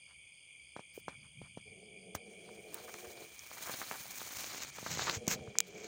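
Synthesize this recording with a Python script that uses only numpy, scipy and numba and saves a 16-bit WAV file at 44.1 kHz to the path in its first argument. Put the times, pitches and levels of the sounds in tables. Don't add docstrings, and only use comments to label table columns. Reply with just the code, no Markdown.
import sys
import numpy as np
from scipy import signal
from scipy.fft import rfft, irfft
from scipy.io import wavfile
from scipy.ndimage import uniform_filter1d
from numba import njit

SR = 44100
rng = np.random.default_rng(int(sys.argv[2]) if len(sys.argv) > 2 else 0)


def materialize(psi):
    bounded = np.clip(np.atleast_2d(psi).T, -1, 1)
    quanta = np.round(bounded * 32767).astype(np.int16)
    wavfile.write(sys.argv[1], SR, quanta)


N = 258857
TIME = np.arange(N) / SR
BIN_HZ = np.arange(N // 2 + 1) * SR / N


def undb(db):
    return 10 ** (np.asarray(db) / 20)


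def unit(x):
    return x / np.std(x)


def curve(rows):
    times, *columns = np.transpose(rows)
    return [np.interp(TIME, times, column) for column in columns]


def during(rows, fade_s=0.0073):
    return np.clip(np.minimum(TIME - rows[0][0], rows[-1][0] + fade_s - TIME) / fade_s, 0, 1)


@njit
def resonate(x, hz, width):
    y, band_state, low_state = np.empty(len(x)), 0., 0.
    for i in range(len(x)):
        tuning, damping = np.tan(np.pi * hz[i] / SR), width / hz[i]
        band = (band_state + tuning * (x[i] - low_state)) / (1 + tuning * (tuning + damping))
        band_state = 2 * band - band_state
        low_state += 2 * tuning * band
        y[i] = damping * band
    return y


def colour(x, outline):
    hz, db = np.transpose(outline)
    gain = undb(np.interp(np.log(np.maximum(BIN_HZ, 1)), np.log(hz), db))
    return unit(irfft(rfft(x) * gain, N))


def wander(rate):
    hold = int(SR / rate)
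    steps = np.repeat(rng.standard_normal(N // hold + 1), hold)[:N]
    return unit(uniform_filter1d(steps, hold))


def throb(hz):
    return np.sin(2 * np.pi * np.cumsum(hz * (1 + wander(hz / 2) / 5)) / SR)


def ring(hz, cycles, samples=6000):
    turns = np.arange(samples) / SR * hz
    start_phase = 2 * np.arctan(1 / (2 * np.pi * cycles))
    y = turns * np.exp(-turns / cycles) * np.sin(2 * np.pi * turns + start_phase)
    return y / np.abs(y).max()


def slips(per_s, spread_db, smooth):
    size = undb(spread_db * np.minimum(rng.exponential(size=N), 5))
    clicks = (rng.random(N) < per_s / SR) * size * rng.choice([-1, 1], N)
    return unit(clicks) + smooth * rng.standard_normal(N)


def add(out, start_s, sound):
    i = int(start_s * SR)
    out[i:i + len(sound)] += sound[:max(N - i, 0)]


# (frequency [Hz], relative level [dB])
AIR_COLOUR = [(20, 2), (45, -7.5), (70, 6), (130, -3.5), (250, -9.5), (550, -8.5), (1000, -16.5),
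              (2000, -21.5), (7500, -29.5), (12500, -37), (15000, -32), (17000, -16)]

def night_air(level_db=-73.5):
    return colour(rng.standard_normal(N), AIR_COLOUR) * undb(level_db + 0.4 * wander(4.6))


# (time [s], level [dB])
TREMOR_LEVELS = [(.85, -81), (1.05, -63.5), (1.6, -65), (1.9, -70.5), (3.4, -77.5), (4.7, -70), (4.95, -52),
                 (5.4, -59), (5.65, -72)]

def hand_tremor():
    outline = [(25, -15), (65, 2.5), (150, 10), (230, -2), (400, -20), (1500, -46)]
    rumble = colour(rng.standard_normal(N), outline)
    return rumble * undb(2.5 * wander(18)) * undb(curve(TREMOR_LEVELS)[0])


# (pitch [Hz], band width [Hz], level [dB], wing strokes [per s], depth of the slow swell [dB])
CRICKET_CHORUSES = [(2338, 218, -60, 96, -2), (3008, 440, -70, 70, 1.5), (3267, 310, -68.5, 44, 0.2),
                    (4777, 450, -74, 54, 4), (6610, 840, -75.5, 41, 0.5), (8720, 660, -67.5, 110, .4),
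                    (9440, 950, -71, 63, -0.7)]

def crickets(swell_hz=3.7, cover_at_s=5.04, cover_takes_s=0.5, dull_above_hz=4300, db_per_octave=-10):
    out = 0
    covered = np.clip((TIME - cover_at_s) / cover_takes_s, 0, 1)
    for hz, width, db, stroke_hz, swell_db in CRICKET_CHORUSES:
        dulled_db = db_per_octave * covered * max(np.log2(hz / dull_above_hz), 0)
        wing_band = 1 / (1 + np.abs((BIN_HZ - hz) / (0.7 * width)) ** 3.8)
        chorus = irfft(rfft(rng.standard_normal(N)) * wing_band, N)
        strokes = 1 + 0.3 * throb(stroke_hz)
        swell = undb(swell_db * throb(swell_hz))
        out += undb(db + dulled_db) * unit(chorus * strokes * swell)
    return out


# (frequency [Hz], relative level [dB])
SKIN_COLOUR = [(45, -37), (250, 0.5), (1300, -4), (2200, -7.5), (7000, -15.5), (15000, -42)]
# (start [s], length [s], level [dB])
FINGER_SCUFFS = [(0.069, 0.079, -69.5), (1.069, 0.092, -63), (1.22, 0.067, -71.5), (1.422, 0.068, -65.5),
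                 (2.483, 0.014, -57.5), (2.714, 0.12, -56.5), (2.872, 0.038, -51), (3.038, 0.028, -54.5),
                 (3.565, 0.026, -52), (3.647, 0.076, -45), (3.812, 0.025, -45), (3.919, .05, -46.5),
                 (4.859, 0.019, -44.5), (5.06, 0.048, -38)]

def scuffs(case_hz=1250.0, case_width_hz=1100.0):
    skin = colour(slips(per_s=700, spread_db=2.4, smooth=0.63), SKIN_COLOUR)
    case = unit(resonate(skin, np.full(N, case_hz), case_width_hz))
    swells = sum(undb(db) * np.sin(np.pi * np.clip((TIME - start) / length, 0, 1))
                 for start, length, db in FINGER_SCUFFS)
    return case * swells


# (frequency [Hz], relative level [dB])
HISS_COLOUR = [(1200, 0), (2200, 5), (3500, -3), (5000, 1), (6600, 9), (7800, 0), (9500, -33), (11500, -17),
               (15000, -10)]
SIZZLE_COLOUR = [(7000, -22.5), (9000, 0), (12000, -12), (13800, -10.5), (14900, 7), (15800, -6),
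                 (17000, -30.5)]
GRIT_COLOUR = [(40, -48), (110, 0.5), (350, -8), (850, -1.5), (1500, -2.5), (2500, -10.5), (4200, 3),
               (9000, -32)]

def sliding_skin(snap_db=-5):
    fine = slips(per_s=5000, spread_db=5, smooth=1) * undb(2 * wander(70))
    coarse = slips(per_s=1100, spread_db=2.3, smooth=0.4) * undb(4 * wander(60))
    snaps = slips(per_s=35, spread_db=2.1, smooth=0)
    grit = colour(coarse, GRIT_COLOUR) + undb(snap_db) * colour(snaps, SKIN_COLOUR)
    return colour(fine, HISS_COLOUR), colour(fine, SIZZLE_COLOUR), grit


# (time [s], base level [dB], pressure [0-1])
FINGER_SLIDES = [
    [(2.25, -80, .6), (2.69, -73.5, 0.33), (2.74, -65, 0.32), (3.02, -65, 0.29), (3.09, -67, 0.3),
     (3.45, -66, .3), (3.66, -54, 0.25), (4.05, -59.5, 0.26), (4.42, -54, 0.34), (4.63, -51.5, 0.49),
     (4.7, -59, 0.42)],
    [(4.7, -68, 0.74), (4.76, -57, 0.42), (4.85, -57, 0.44), (4.92, -49, 0.57), (5.01, -48, 0.68),
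     (5.09, -48.5, .62), (5.168, -48.5, 0.8), (5.19, -69, 1), (5.62, -73.5, 1), (5.71, -70, 0.99),
     (5.87, -59, 0.99)],
]
# (start [s], length [s], base level [dB], pressure [0-1])
FINGER_WIPES = [(0.933, .07, -75, 0), (2.146, 0.0065, -50, 0.2), (5.275, .072, -42.5, 0.49),
                (5.664, 0.025, -71, 0.24)]

def rubbing(hiss_db=6, wipe_attack_s=0.0055, wipe_release_s=0.0051, wipe_fade_db_per_s=-39):
    hiss, sizzle, grit = sliding_skin()

    def rub(db, pressure, grit_db):
        grit_gain = undb(grit_db + 0.12 * (db + 58))
        sizzle_gain = undb(10 - 75.5 * pressure ** 2)
        return undb(db) * (undb(hiss_db) * hiss + grit_gain * grit + sizzle_gain * sizzle)

    out = sum(during(slide) * rub(*curve(slide), grit_db=1) for slide in FINGER_SLIDES)
    for start, length, db, pressure in FINGER_WIPES:
        age = np.maximum(TIME - start, 0)
        attack = np.minimum(age / wipe_attack_s, 1)
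        release = np.exp(-np.maximum(age - length, 0) / wipe_release_s)
        out += attack * release * rub(db + wipe_fade_db_per_s * age, pressure, grit_db=-6)
    return out


# (time [s], peak level [dB], pitch [Hz])
GRIP_BUMPS = [(0.977, -35.5, 424), (2.148, -45, 85), (3.071, -55.5, 85.06), (5.085, -46, 150),
              (5.167, -36.5, 100.8), (5.277, -30, 182), (5.315, -40, 183), (5.357, -43, 150),
              (5.479, -40.5, 126)]

def bumps():
    out = np.zeros(N)
    for start, db, hz in GRIP_BUMPS:
        add(out, start, undb(db) * ring(hz, cycles=0.53))
    return out


# (time [s], peak level of the push [dB], pitch [Hz])
FINGER_KNOCKS = [(0.7648, -32, 684), (0.794, -36.5, 600), (1.0824, -27, 776), (1.417, -41, 420),
                 (1.574, -36, 435), (2.151, -26.5, 815), (2.893, -42.5, 1104), (2.943, -34, 1271),
                 (3.515, -38, 900), (3.696, -29, 900), (3.74, -30.5, 2000), (3.8166, -26.5, 1180),
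                 (3.9131, -25, 1170), (4.217, -33, 970), (4.787, -34, 780), (4.829, -39, 406),
                 (4.864, -29, 900), (4.975, -34, 600), (4.9947, -22, 1090), (5.07, -27, 1616),
                 (5.0976, -20, 1820), (5.278, -27.5, 440), (5.392, -40.5, 405), (5.476, -42.5, 897),
                 (5.555, -34.5, 1090)]

def knocks(thump_hz=140, scuff_decay_s=0.013, lead_s=0.0034):
    out = np.zeros(N)
    skin = colour(rng.standard_normal(N), SKIN_COLOUR)
    t = TIME[:SR // 5]
    for start, db, hz in FINGER_KNOCKS:
        angle = 2 * np.pi * hz * (t - lead_s)
        push = angle * np.exp((1 - angle ** 2) / 2)
        scuff = np.roll(skin, -int(start * SR))[:len(t)] * np.exp(-t / scuff_decay_s)
        octaves = np.log2(hz / 1000)
        add(out, start - lead_s, undb(db) * push)
        add(out, start, undb(db - 25 - 14 * octaves) * ring(thump_hz, cycles=0.25))
        add(out, start, undb(db - 19 + 1.5 * octaves) * scuff)
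    return out


# (time [s], main ring's peak [dB], main ring's pitch [Hz],
# low crack [dB above the main ring], top ring [dB above the main ring])
PORT_TICKS = [(2.153, -33, 6720, 3, 2), (2.744, -25, 8650, -4, 14), (2.941, -36.5, 6040, 3.5, -20),
              (3.393, -31.5, 6200, -22, -2), (5.097, -20, 4153, -3, -5), (5.112, -28, 4370, -12, -1),
              (5.269, -37, 6510, 6, -8), (5.28, -14.5, 6340, -34, 4), (5.586, -7, 6640, -10, -4),
              (5.6042, -15, 6850, 4, 8)]

def ticks(crack_hz=2920, top_hz=17000):
    out = np.zeros(N)
    for start, db, hz, crack_db, top_db in PORT_TICKS:
        crack = undb(crack_db) * ring(crack_hz, cycles=0.14)
        top = undb(top_db) * ring(top_hz, cycles=4.8)
        add(out, start, undb(db) * (ring(hz, cycles=0.95) + crack + top))
    return out


def vocal_folds(tension, age, rest_hz=108.9, rasp=0.44, roughen_s=0.15):
    rough = 0.96 - 0.81 * np.exp(-age / roughen_s)
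    jitter = np.exp(rough * (0.2 * wander(130) + 0.04 * wander(22)))
    flap_count = np.cumsum(rest_hz * tension ** 1.2 * jitter) / SR
    flaps = np.diff(np.floor(flap_count), prepend=0) * undb(3.5 * rough * wander(110))
    breath = unit(np.exp(-(flap_count % 1) / 0.36) * rng.standard_normal(N))
    return unit(flaps) + rasp * rough * breath


# (frequency [Hz], width [Hz], gain [dB], change with open mouth [dB])
THROAT_RESONANCES = [(194, 40, 3.5, -13.5), (346.6, 29.6, -6, 5.5), (436, 85, 3, -5), (583, 93, -4, -2.5),
                     (671, 135, -8.5, 1)]

def throat(buzz, tension, age, quiver=0.042, opening_s=1.43, muffle_hz=790):
    mouth = np.minimum(0.11 + (age / opening_s) ** 2, 1)
    stretch = tension * np.exp(quiver * wander(16))
    voice = 0
    for hz, width, rest_db, open_db in THROAT_RESONANCES:
        once = resonate(buzz, hz * stretch, float(width))
        twice = resonate(once, hz * stretch, float(width))
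        voice += undb(rest_db + open_db * mouth) * twice
    return unit(signal.sosfilt(signal.butter(8, muffle_hz, fs=SR, output="sos"), voice))


# (time [s], level before the boost [dB], throat resonance [Hz])
KITTEN_GROWLS = [
    [(1.65, -59.5, 442.4), (1.8, -64.5, 431.4), (2.15, -61.5, 432.5), (2.4, -57.5, 424), (2.62, -57, 436),
     (2.88, -54.5, 450.6), (3.19, -53.5, 457.3), (3.36, -71.5, 474)],
    [(5.1, -56.5, 449.3), (5.22, -51.5, 470.3), (5.47, -52.5, 473.4), (5.63, -62, 424.6),
     (5.71, -56, 433.4), (5.87, -53.5, 455)],
]

def kitten(rest_throat_hz=445, boost_db=2, stutter_hz=19.6, stutter_db=-11.5, stutter_s=0.13):
    gain, tension, age = 0, 1, 0
    for growl in KITTEN_GROWLS:
        db, throat_hz = curve(growl)
        since = TIME - growl[0][0]
        gain += undb(db) * during(growl, fade_s=0.0083)
        tension = np.where(since >= 0, throat_hz / rest_throat_hz, tension)
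        age = np.where(since >= 0, since, age)
    voice = throat(vocal_folds(tension, age), tension, age)
    dips_db = stutter_db * np.exp(-age / stutter_s) * np.cos(np.pi * stutter_hz * age) ** 2
    return voice * gain * undb(boost_db + dips_db)


def scene():
    mix = kitten() + crickets() + rubbing() + scuffs() + knocks() + bumps() + ticks()
    return (mix + night_air() + hand_tremor())[None]


def record(dry, bass_hz=42, top_hz=15900):
    thinned = signal.sosfilt(signal.butter(3, bass_hz, "highpass", fs=SR, output="sos"), dry)
    return signal.sosfilt(signal.ellip(10, 0.2, 80, top_hz, fs=SR, output="sos"), thinned)


dry = scene()
out = record(dry)
materialize(out)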